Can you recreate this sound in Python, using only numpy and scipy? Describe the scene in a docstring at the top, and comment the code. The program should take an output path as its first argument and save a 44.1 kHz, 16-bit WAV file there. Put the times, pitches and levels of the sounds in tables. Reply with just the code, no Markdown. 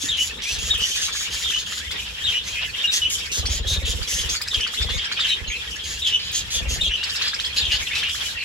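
"""Budgerigars in a small wooden aviary

Close by, the birds chirp, whistle and rasp with the syrinx, a bird's voice box. Some fly past:
their wing feathers whistle and push puffs of air at the microphone. Claws and beaks tick on
the wire mesh, and a board knocks once. Behind it all the rest of the flock chatters,
over a faint rustle and a low rumble."""
import sys
import numpy as np
from scipy import signal
from scipy.fft import rfft, irfft, next_fast_len
from scipy.io import wavfile

SR = 44100
rng = np.random.default_rng(int(sys.argv[2]) if len(sys.argv) > 2 else 0)


def materialize(psi):
    """Save the field psi as 16-bit PCM at rate SR to the path in sys.argv[1].

    A 1-D psi becomes a single channel; in a 2-D psi each row is a channel.
    """
    bounded = np.clip(np.atleast_2d(psi).T, -1, 1)
    quanta = np.round(bounded * 32767).astype(np.int16)
    wavfile.write(sys.argv[1], SR, quanta)


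N = 372204

# Each row: start in seconds, length in seconds, level in dB, roughness (0 is clean),
# boost of the chirp's first step in dB.
CHIRP_CALLS = [(0.083, 0.16, -22.5, .5, 1), (0.7, 0.16, -22, .35, 6), (1.434, 0.155, -24, .55, 0),
               (2.236, 0.158, -22.5, .75, 2), (4.505, 0.16, -25, 1, -1), (5.193, 0.157, -23, 1.15, 0),
               (6.014, 0.162, -20.5, .65, -7), (6.807, 0.162, -22, .85, 0), (7.605, 0.16, -24, 1, -1)]
# How one chirp unfolds. Each row: share of its length, pitch in Hz, level change in dB,
# warble depth in Hz at roughness 1.
CHIRP_STEPS = [(0, 3780, -4, 120), (.08, 3670, 2, 100), (.13, 3660, 0, 200), (.16, 3620, -9, 500),
               (.22, 3420, -1, 350), (.32, 3180, 3, 250), (.44, 3120, 1, 300), (.485, 3650, -5, 700),
               (.55, 2600, -7, 400), (.64, 2990, -1, 300), (.77, 2940, 2, 130), (.9, 2990, 2, 160),
               (1, 3020, -4, 300)]


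def chirps(pulse_hz=95, pulse_depth=.8):
    """The flock's shared call: three falling steps that break into quick, uneven pulses."""
    out = np.zeros((2, N))
    share, *curves = np.transpose(CHIRP_STEPS)
    for start, length, db, rough, boost_db in CHIRP_CALLS:
        t = clock(length)
        pitch, level_db, warble = [np.interp(t / t[-1], share, curve) for curve in curves]
        call = syrinx(t, pitch, warble * rough, flutter_hz=380, jitter_hz=140 * rough,
                      shimmer_db=2.5, overtone_db=-18.5)
        first_step = np.exp(-(t / length * 6) ** 4)   # 1 at first, then 0
        pulses = np.cumsum(pulse_hz * np.exp(.5 * wander(t, 110))) / SR
        throb = 1 - pulse_depth * (1 - first_step) * np.cos(np.pi * pulses) ** 4
        call = unit_level(call * from_db(level_db + boost_db * first_step) * throb * fade(t, .01, .016))
        add(out, start, placed(call * from_db(db), pan_db=1.6, echo_db=-13, spread_s=.0001))
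    return out


# Each row: start in seconds, length in seconds, first and last pitch in Hz, level in dB, roughness.
WHISTLED_NOTES = [(0.453, 0.07, 2290, 2740, -28.5, 0.41), (1.8, 0.074, 1524, 2215, -39, 0.22),
                  (2.555, 0.11, 2410, 3005, -27.5, 0.82), (2.784, 0.041, 3210, 3350, -26.5, 0.79),
                  (2.841, 0.021, 2895, 2824, -16, 0.08), (2.874, 0.036, 3810, 3770, -20, 0.13),
                  (3.018, 0.022, 3010, 2910, -19, 0.053), (3.05, 0.032, 2947, 3057, -18.5, 0.29),
                  (3.214, 0.036, 3280, 3170, -34, 0.42), (3.635, 0.052, 3250, 3480, -39.5, 0.49),
                  (3.669, 0.11, 3750, 3780, -25.5, 0.77), (3.827, 0.11, 3650, 3270, -30, 1.3),
                  (4.544, 0.015, 3250, 3150, -17.5, 0.08), (4.771, 0.081, 3435, 3680, -25, 0.63),
                  (4.868, 0.096, 3334, 3570, -30.5, 0.45), (4.941, 0.043, 6660, 6580, -36.5, 0.36),
                  (4.98, 0.073, 3130, 3350, -27.5, 0.94), (5.247, 0.01, 3140, 3050, -17.5, 0.14),
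                  (5.288, 0.061, 3940, 3650, -22.5, 0.36), (5.478, 0.051, 6540, 6500, -35.5, 0.37),
                  (5.5, 0.074, 2246, 2730, -28.5, 0.61), (6.058, 0.043, 3370, 3100, -24.5, 0.08),
                  (6.54, 0.0603, 3634, 3350, -25.5, 0.58), (6.993, 0.053, 2720, 2880, -28, 0.39),
                  (7.568, 0.049, 4400, 3890, -21, 1.73), (7.868, 0.027, 3390, 2570, -26, 1.1),
                  (7.91, 0.078, 2386, 2695, -26.5, 0.85), (8.031, 0.088, 2797, 3154, -25.5, 1.26),
                  (8.382, 0.08, 2610, 2520, -30, 0.94)]


def whistles():
    """Short notes glide from one pitch to another; the rough ones buzz and start more gently."""
    out = np.zeros((2, N))
    for start, length, first_hz, last_hz, db, rough in WHISTLED_NOTES:
        t = clock(length)
        pitch = np.linspace(first_hz, last_hz, len(t))
        call = syrinx(t, pitch, warble_hz=300 * rough, flutter_hz=330, jitter_hz=160 * rough,
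                      shimmer_db=3.5 * rough, overtone_db=-24)
        call *= fade(t, in_s=.00092 + .0019 * rough, out_s=.0029)
        add(out, start, placed(call * from_db(db), pan_db=1.2, echo_db=-17, spread_s=.0001))
    return out


def syrinx(t, pitch_hz, warble_hz, flutter_hz, jitter_hz, shimmer_db, overtone_db):
    """A bird's voice: a nearly pure tone that buzzes as its pitch shakes hundreds of times a second."""
    flutter = np.sin(phase_of(flutter_hz * np.exp(.263 * wander(t, 69.2))))
    phase = phase_of(pitch_hz + warble_hz * flutter + jitter_hz * wander(t, 506.4))
    overtones = np.sin(2 * phase) + .22 * np.sin(3 * phase) * (pitch_hz < SR / 6)
    tone = np.sin(phase) + from_db(overtone_db) * overtones
    return unit_level(tone * from_db(shimmer_db * wander(t, 113.8)))


# Runs of scolding. Each row: start in seconds, number of rasps, base length of each in seconds,
# strength of the shrill part in dB, strength of the throaty part in dB.
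SCOLDING_RUNS = [(0, 1, 0.067, -30, -33.5), (.172, 1, 0.1, -31.5, -35), (0.424, 1, 0.13, -33, -27.5),
                 (.59, 1, .1, -32.5, -31), (0.81, 1, 0.16, -31, -28.5), (0.95, 5, 0.13, -31.5, -26),
                 (2.445, 1, 0.072, -38.5, -34), (2.924, 1, 0.044, -26, -20.5),
                 (3.102, 1, 0.047, -27.5, -35), (3.32, 4, 0.069, -28.5, -26), (4.08, 1, 0.13, -28, -30.5),
                 (4.295, 1, 0.057, -29, -30), (5.841, 1, 0.12, -36.5, -31), (6.071, 1, 0.02, -36, -26),
                 (6.197, 1, 0.095, -45, -27.5), (6.33, 3, 0.071, -28.5, -25), (7.24, 1, 0.036, -50, -22),
                 (7.567, 1, 0.017, -31, -22.5), (7.718, 1, 0.035, -35.5, -20),
                 (7.788, 1, 0.043, -37.5, -46), (7.955, 1, 0.034, -35.5, -25), (8.238, 1, 0.027, -43, -32)]
# The tone of those two parts. Each row: frequency in Hz, boost in dB.
SHRILL_TONE = [(3000, -27), (4400, -8.5), (5400, 1), (6400, -3), (7300, -1.5), (8300, -8), (9400, -19.5),
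               (10900, -4.5), (12200, -15), (13200, -18.5), (15500, -21)]
THROATY_TONE = [(900, -63), (1350, -28.5), (1700, -7), (2200, -11.5), (2700, -4), (3400, 0.5), (4200, 0.5),
                (5200, -2), (7000, -55)]


def rasps(rattle_hz=230, screech_hz=3250, throat_hz=3300, rise=.07):
    """The syrinx snaps unevenly: a shrill screech rises, swells and fades over a throaty rattle."""
    out = np.zeros((2, N))
    for start, length, shrill_db, throaty_db in each_rasp(SCOLDING_RUNS):
        t = clock(length + .0358)
        cycles = np.cumsum(rattle_hz * np.exp(.3 * wander(t, 200))) / SR
        snaps = np.diff(np.floor(cycles), prepend=0) * from_db(2 * wander(t, 322))   # one per cycle
        rattle = from_db(6 * np.cos(2 * np.pi * cycles) + 2.5 * wander(t, 90))
        tuning = np.exp(.035 * rng.standard_normal())   # no two voices are quite alike
        progress = 2 * t / t[-1] - 1   # runs from -1 to 1
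        swell = unit_level(from_db(-6 * progress ** 2))
        voice = screech(t, cycles, screech_hz * tuning * (1 + rise * progress / 2))
        shrill = coloured(hiss(t) * rattle, SHRILL_TONE) + unit_level(voice * rattle) * from_db(1)
        shrill *= swell * from_db(shrill_db - 1) * fade(t, .01, .045)
        throaty = coloured(hiss(t) * rattle, THROATY_TONE) * from_db(-4)
        throaty += ring(snaps, throat_hz / tuning, decay_s=.0016) * from_db(-9)
        throaty *= from_db(throaty_db) * fade(t, .0087, .018)
        add(out, start - .008, placed(shrill + throaty, pan_db=.2, echo_db=-12))
    return out


def each_rasp(runs, every_s=.179, drop_db=1.56):
    """A scolding bird keeps an even pace but tires, so each rasp is softer than the last."""
    for start, count, length, shrill_db, throaty_db in runs:
        for k in range(round(count)):
            yield start + k * every_s, length, shrill_db - k * drop_db, throaty_db - k * drop_db


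# The strength in dB of the tones at one, two and three times the screech's pitch.
HARMONICS_DB = [-7, 5, -10.5]


def screech(t, cycles, pitch_hz, swing=.03, jitter=.02):
    """A forced voice: the pitch lurches with each snap, and the tone an octave up is loudest."""
    shake = swing * np.sin(2 * np.pi * cycles) + jitter * (wander(t, 1500) + wander(t, 70))
    phase = phase_of(pitch_hz * (1 + shake))
    return sum(from_db(db) * np.sin((k + 1) * phase) for k, db in enumerate(HARMONICS_DB))


# Each row: first and last wingbeat in seconds, number of beats, top pitch in Hz,
# then the strengths in dB of the low tone, its overtones and the swish.
WHISTLING_PASSES = [(0.635, 0.795, 4, 1800, -40, -39, -35), (0.962, 1.347, 7, 1900, -38, -38, -37),
                    (1.408, 1.67, 6, 1900, -39, -40, -38), (1.725, 1.779, 2, 2100, -37, -34, -37),
                    (1.913, 1.913, 1, 2400, -38, -31, -34), (3.19, 3.252, 2, 2500, -44, -32, -39),
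                    (3.458, 3.458, 1, 2800, -38, -27, -33), (4.022, 4.022, 1, 2500, -37, -28, -34),
                    (4.293, 4.475, 4, 2600, -33, -26, -33), (4.54, 4.668, 3, 2500, -33, -29, -35),
                    (4.744, 4.967, 4, 2400, -33, -29, -37), (5.045, 5.197, 3, 2400, -32, -28, -37),
                    (5.705, 5.755, 2, 2900, -44, -35, -40), (7.033, 7.458, 8, 2450, -34, -23.5, -35),
                    (7.97, 8.21, 5, 2200, -35, -33, -37)]
# Air rushing through feathers. Each row: frequency in Hz, boost in dB.
SWISH_TONE = [(800, 1), (1700, -38), (3000, -26), (4800, 19), (6000, 14), (11000, 3), (15000, -8)]


def wing_whistles(start_hz=980, stroke_s=.021, skew_s=.0026):
    """Feathers flutter as each wing speeds up: a ragged whistle rises and levels off inside a swish."""
    out, t = np.zeros((2, N)), clock(.028)
    for start, top_hz, low_db, overtone_db, swish_db in each_beat(WHISTLING_PASSES, pitch_columns=1):
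        for wing in range(2):
            late, slow, sharp, hard = rng.standard_normal(4)   # the two wings never quite match
            stroke = np.clip(t / stroke_s / np.exp(slow / 7), 0, 1)
            speed = np.sin(1.8 * stroke)
            pitch = (start_hz + (top_hz - start_hz) * speed) * np.exp(.06 * sharp + .055 * wander(t, 650))
            phase = phase_of(pitch)
            flutter = from_db(4.5 * wander(t, 600))
            force = np.sqrt(abs(np.sin(np.pi * stroke))) * flutter
            low = unit_level(np.sin(phase) * force * start_hz / pitch) * from_db(low_db)
            overtones = np.sin(2 * phase) + .27 * np.sin(3 * phase)
            high = unit_level(overtones * force * speed) * from_db(overtone_db)
            swish = coloured(hiss(t) * flutter, SWISH_TONE) * fade(t, .01, .02) * from_db(swish_db)
            beat = (low + high + swish) * from_db(1.6 * hard - 2 - 5 * wing)
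            add(out, start - .007 + skew_s * late, placed(beat, pan_db=.2, echo_db=-14))
    return out


# Each row: first and last wingbeat in seconds, number of beats, strength in dB.
FANNING_PASSES = [(0.528, 0.805, 6, -20), (3.394, 3.505, 3, -12.5), (3.553, 4.01, 9, -13.5),
                  (4.145, 4.311, 4, -18.5), (4.578, 4.578, 1, -18), (4.813, 4.96, 4, -14.5),
                  (5.422, 5.484, 2, -19.5), (6.57, 6.885, 7, -15), (7.635, 7.8, 4, -21.5)]
# Rustle and rumble, in the puffs and in the background. Each row: frequency in Hz, boost in dB.
RUSTLE_TONE = [(100, -39), (180, 9), (300, 2.5), (400, 5), (490, 8), (650, -10), (900, -2), (1400, -4),
               (3000, -24)]
RUMBLE_TONE = [(20, -17), (35, -15), (55, -3.5), (75, -3), (110, -13.5), (170, -17.5), (300, -34)]


def wing_puffs(push_hz=58, swell_s=.012, flick_hz=800):
    """Each downstroke starts with a papery flick, then pulls and pushes the air in a low thump."""
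    out, t = np.zeros((2, N)), clock(.55)
    swell = (t / swell_s) ** 2 * np.exp(2 - 2 * t / swell_s)
    for start, db in each_beat(FANNING_PASSES):
        pitch = push_hz * np.exp(rng.standard_normal() / 10)
        push = -np.sin(2 * np.pi * pitch * (t - .008)) * swell
        swirls = np.array([coloured(hiss(t), RUMBLE_TONE) for side in out])
        swirls *= np.sqrt(swell) * from_db(-6.5)
        rustle = coloured(hiss(t), RUSTLE_TONE) * np.sqrt(swell) * from_db(-25.5)
        falling_hz = flick_hz * np.exp(-t / .0249 + .25 * wander(t, 600))
        flick = np.sin(phase_of(falling_hz)) * np.exp(-((t - .01) / .005) ** 2) * from_db(-19.5)
        add(out, start - .012, (push + swirls) * from_db(db - 5))
        add(out, start - .026, placed((flick + rustle) * from_db(db), pan_db=-3.5, echo_db=-12))
    return out


def each_beat(flights, pitch_columns=0, passing_db=4):
    """Wings beat evenly, louder as the bird comes near and softer as it leaves."""
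    for first_s, last_s, count, *rest in flights:
        count = round(count)
        pitches, levels_db = rest[:pitch_columns], np.array(rest[pitch_columns:])
        for k, start in enumerate(np.linspace(first_s, last_s, count)):
            away = (2 * k + 1) / count - 1   # 0 when the bird is closest
            yield start, *pitches, *(levels_db - passing_db * away ** 2)


# Each row: start in seconds, level in dB.
MESH_TICKS = [(0.778, -23.5), (1.9144, -28), (2.9251, -30), (4.417, -22), (5.7544, -40), (6.3175, -28)]
# The bright tone of a tick. Each row: frequency in Hz, boost in dB.
TICK_TONE = [(1000, -6.5), (4000, -23), (8000, 17), (15500, 9)]


def ticks(decay_s=.0025):
    """Claws and beaks hit the wire mesh with dry little snaps."""
    out, t = np.zeros((2, N)), clock(.03)
    for start, db in MESH_TICKS:
        snap = coloured(hiss(t), TICK_TONE) * np.exp(-t / decay_s)
        add(out, start, placed(snap * from_db(db), pan_db=0, echo_db=-9))
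    return out


def knock(start_s=.036, pitch_hz=280, decay_s=.0062):
    """One dull knock on a board: a low tone that dies at once."""
    out, t = np.zeros((2, N)), clock(.1)
    thud = np.sin(2 * np.pi * pitch_hz * t) * np.exp(-t / decay_s)
    add(out, start_s, placed(thud * from_db(-22), pan_db=0, echo_db=-2))
    return out


# The tone of the distant flock. Each row: frequency in Hz, boost in dB.
CHATTER_TONE = [(700, -4.5), (1300, -1), (1700, 3.5), (2100, 1), (2700, 8.5), (3300, 11), (4200, 2),
                (5500, -2), (9000, -55)]


def far_birds(count=500):
    """Birds farther off warble at random: short glides, high and low, blurred by echoes."""
    out = np.zeros((2, N))
    for k, (shift, length, height, glide, db) in enumerate(rng.uniform(-1, 1, (count, 5))):
        t = clock(.018 * np.exp(.5 * length))
        pitch = 2700 * np.exp(.5 * height + .2 * glide * (t / t[-1] - .5))
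        call = syrinx(t, pitch, warble_hz=170, flutter_hz=340, jitter_hz=110,
                      shimmer_db=4, overtone_db=-20)
        call *= fade(t, .005, .008) * from_db(db)
        add(out, (k + shift) / count * N / SR, placed(call, pan_db=3 * glide, echo_db=-7))
    return coloured(out, CHATTER_TONE)


# How the distant chatter swells and sinks. Each row: time in seconds, strength in dB.
FLOCK_LOUDNESS = [(0, -28), (.25, -32), (.39, -33.5), (0.552, -32.5), (.9, -28), (1.8, -34), (2.0, -28),
                  (2.13, -37), (2.3, -25.5), (2.43, -32.5), (2.8, -29.5), (3.3, -29.5), (3.62, -35.5),
                  (4.2, -27), (4.4, -33.5), (5.17, -27.5), (5.8, -32.5), (6.46, -34), (7.3, -27),
                  (8.44, -28)]


def flock_swell():
    """The changing loudness of the rest of the flock, as a number to multiply by."""
    return from_db(np.interp(np.arange(N) / SR, *np.transpose(FLOCK_LOUDNESS)))


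def murmur(tone, flicker_db, flicker_hz, shared=0):
    """A wash of noise that flickers in level; `shared` is the part common to left and right."""
    noise = rng.standard_normal((3, N))
    stereo = np.sqrt(1 - shared) * noise[:2] + np.sqrt(shared) * noise[2]
    flicker = from_db(flicker_db * wander(np.arange(N) / SR, flicker_hz, count=1024))
    return coloured(stereo, tone) * flicker


def aviary(x, die_away_s=.13, echo_db=-10):
    """The wooden room adds a short echo, duller than the calls."""
    t = clock(.6)
    tail = rng.standard_normal((2, SR))[:, :len(t)]
    tail *= from_db(-60 * t / die_away_s) * np.clip(t / .014, 0, 1)
    tail /= np.sqrt(np.sum(tail ** 2) / 2)
    tail = signal.sosfilt(signal.butter(1, 8000, fs=SR, output="sos"), tail)
    return x + from_db(echo_db) * signal.fftconvolve(x, tail, axes=1)[:, :N]


def placed(x, pan_db, echo_db, spread_s=.0003, echoes=10):
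    """Each side hears the sound and its own quick echoes off the boards; positive pan is left."""
    out = np.zeros((2, len(x) + SR // 25))
    for side in out:
        i = int(rng.random() * spread_s * SR)
        side[i:i + len(x)] += x
        for late, sign in zip(rng.random(echoes), rng.choice([-1, 1], echoes)):
            i = int(SR * (.001 + .02 * late))
            side[i:i + len(x)] += x * sign * from_db(echo_db - 1.93 * late)
        side *= np.sqrt(np.sum(x ** 2) / (np.sum(side ** 2) + 1e-20))   # keep the same energy
    return out * from_db([[pan_db / 2], [-pan_db / 2]])


def ring(x, hz, decay_s):
    """Each snap in x sets off a brief ringing tone."""
    t = clock(.004)
    ping = np.sin(2 * np.pi * hz * t) * np.exp(-t / decay_s)
    return unit_level(signal.fftconvolve(x, ping)[:len(x)])


def coloured(x, tone):
    """Shape the lows and highs of a sound by a tone table, then set its level to 1."""
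    hz, db = np.transpose(tone)
    size = next_fast_len(x.shape[-1])
    bins = np.maximum(np.fft.rfftfreq(size, 1 / SR), 1)
    gain = from_db(np.interp(np.log(bins), np.log(hz), db))
    gain /= (1 + (bins / hz[-1] / 2) ** 4) * (1 + (hz[0] / bins / 2) ** 4)   # fade past the table's ends
    return unit_level(irfft(rfft(x, size) * gain, size)[..., :x.shape[-1]])


def wander(t, rate, count=256):
    """A random drift, about 1 in size, that turns `rate` times a second."""
    return np.interp(t * rate % (count - 1), np.arange(count), rng.standard_normal(count))


def hiss(t):
    """White noise as long as t."""
    return np.resize(rng.standard_normal(16384), len(t))


def fade(t, in_s, out_s):
    """Round off the start and end of a sound."""
    fade_in = np.sin(np.pi / 2 * np.clip(t / in_s, 0, 1))
    return fade_in * np.sin(np.pi / 2 * np.clip((t[-1] - t) / out_s, 0, 1))


def add(out, start_s, sound):
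    """Mix a stereo sound in at its time."""
    i = int(np.clip(start_s * SR, 0, N - 1))
    out[:, i:i + sound.shape[1]] += sound[:, :N - i]


def phase_of(hz):
    return 2 * np.pi * np.cumsum(hz) / SR


def from_db(db):
    return 10 ** (np.asarray(db) / 20)


def unit_level(x):
    return x / np.sqrt(np.mean(x ** 2) + 1e-20)


def clock(length_s):
    return np.arange(max(int(length_s * SR), 64)) / SR


def scene():
    """Birds and wings in the room, over the flock's chatter, a rustle and a low rumble."""
    swell = flock_swell()
    near = chirps() + whistles() + rasps() + wing_whistles() + ticks() + knock()
    room = aviary(near + far_birds() * swell * from_db(-2.8))
    chatter = murmur(CHATTER_TONE, flicker_db=3.5, flicker_hz=27) * swell * from_db(-5.8)
    far_rasps = murmur(SHRILL_TONE, flicker_db=5, flicker_hz=27) * swell * from_db(-12)
    rustle = murmur(RUSTLE_TONE, flicker_db=4, flicker_hz=60, shared=.27) * from_db(-50.5)
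    rumble = murmur(RUMBLE_TONE, flicker_db=3.5, flicker_hz=17, shared=.89) * from_db(-44)
    return room + wing_puffs() + chatter + far_rasps + rustle + rumble


def record(dry, lowest_hz=29, highest_hz=15900):
    """Cut away the deepest bass and the highest treble."""
    dry = signal.sosfilt(signal.butter(3, lowest_hz, "high", fs=SR, output="sos"), dry)
    return signal.sosfilt(signal.ellip(10, .3, 80, highest_hz, fs=SR, output="sos"), dry)


dry = scene()
out = record(dry)
materialize(out)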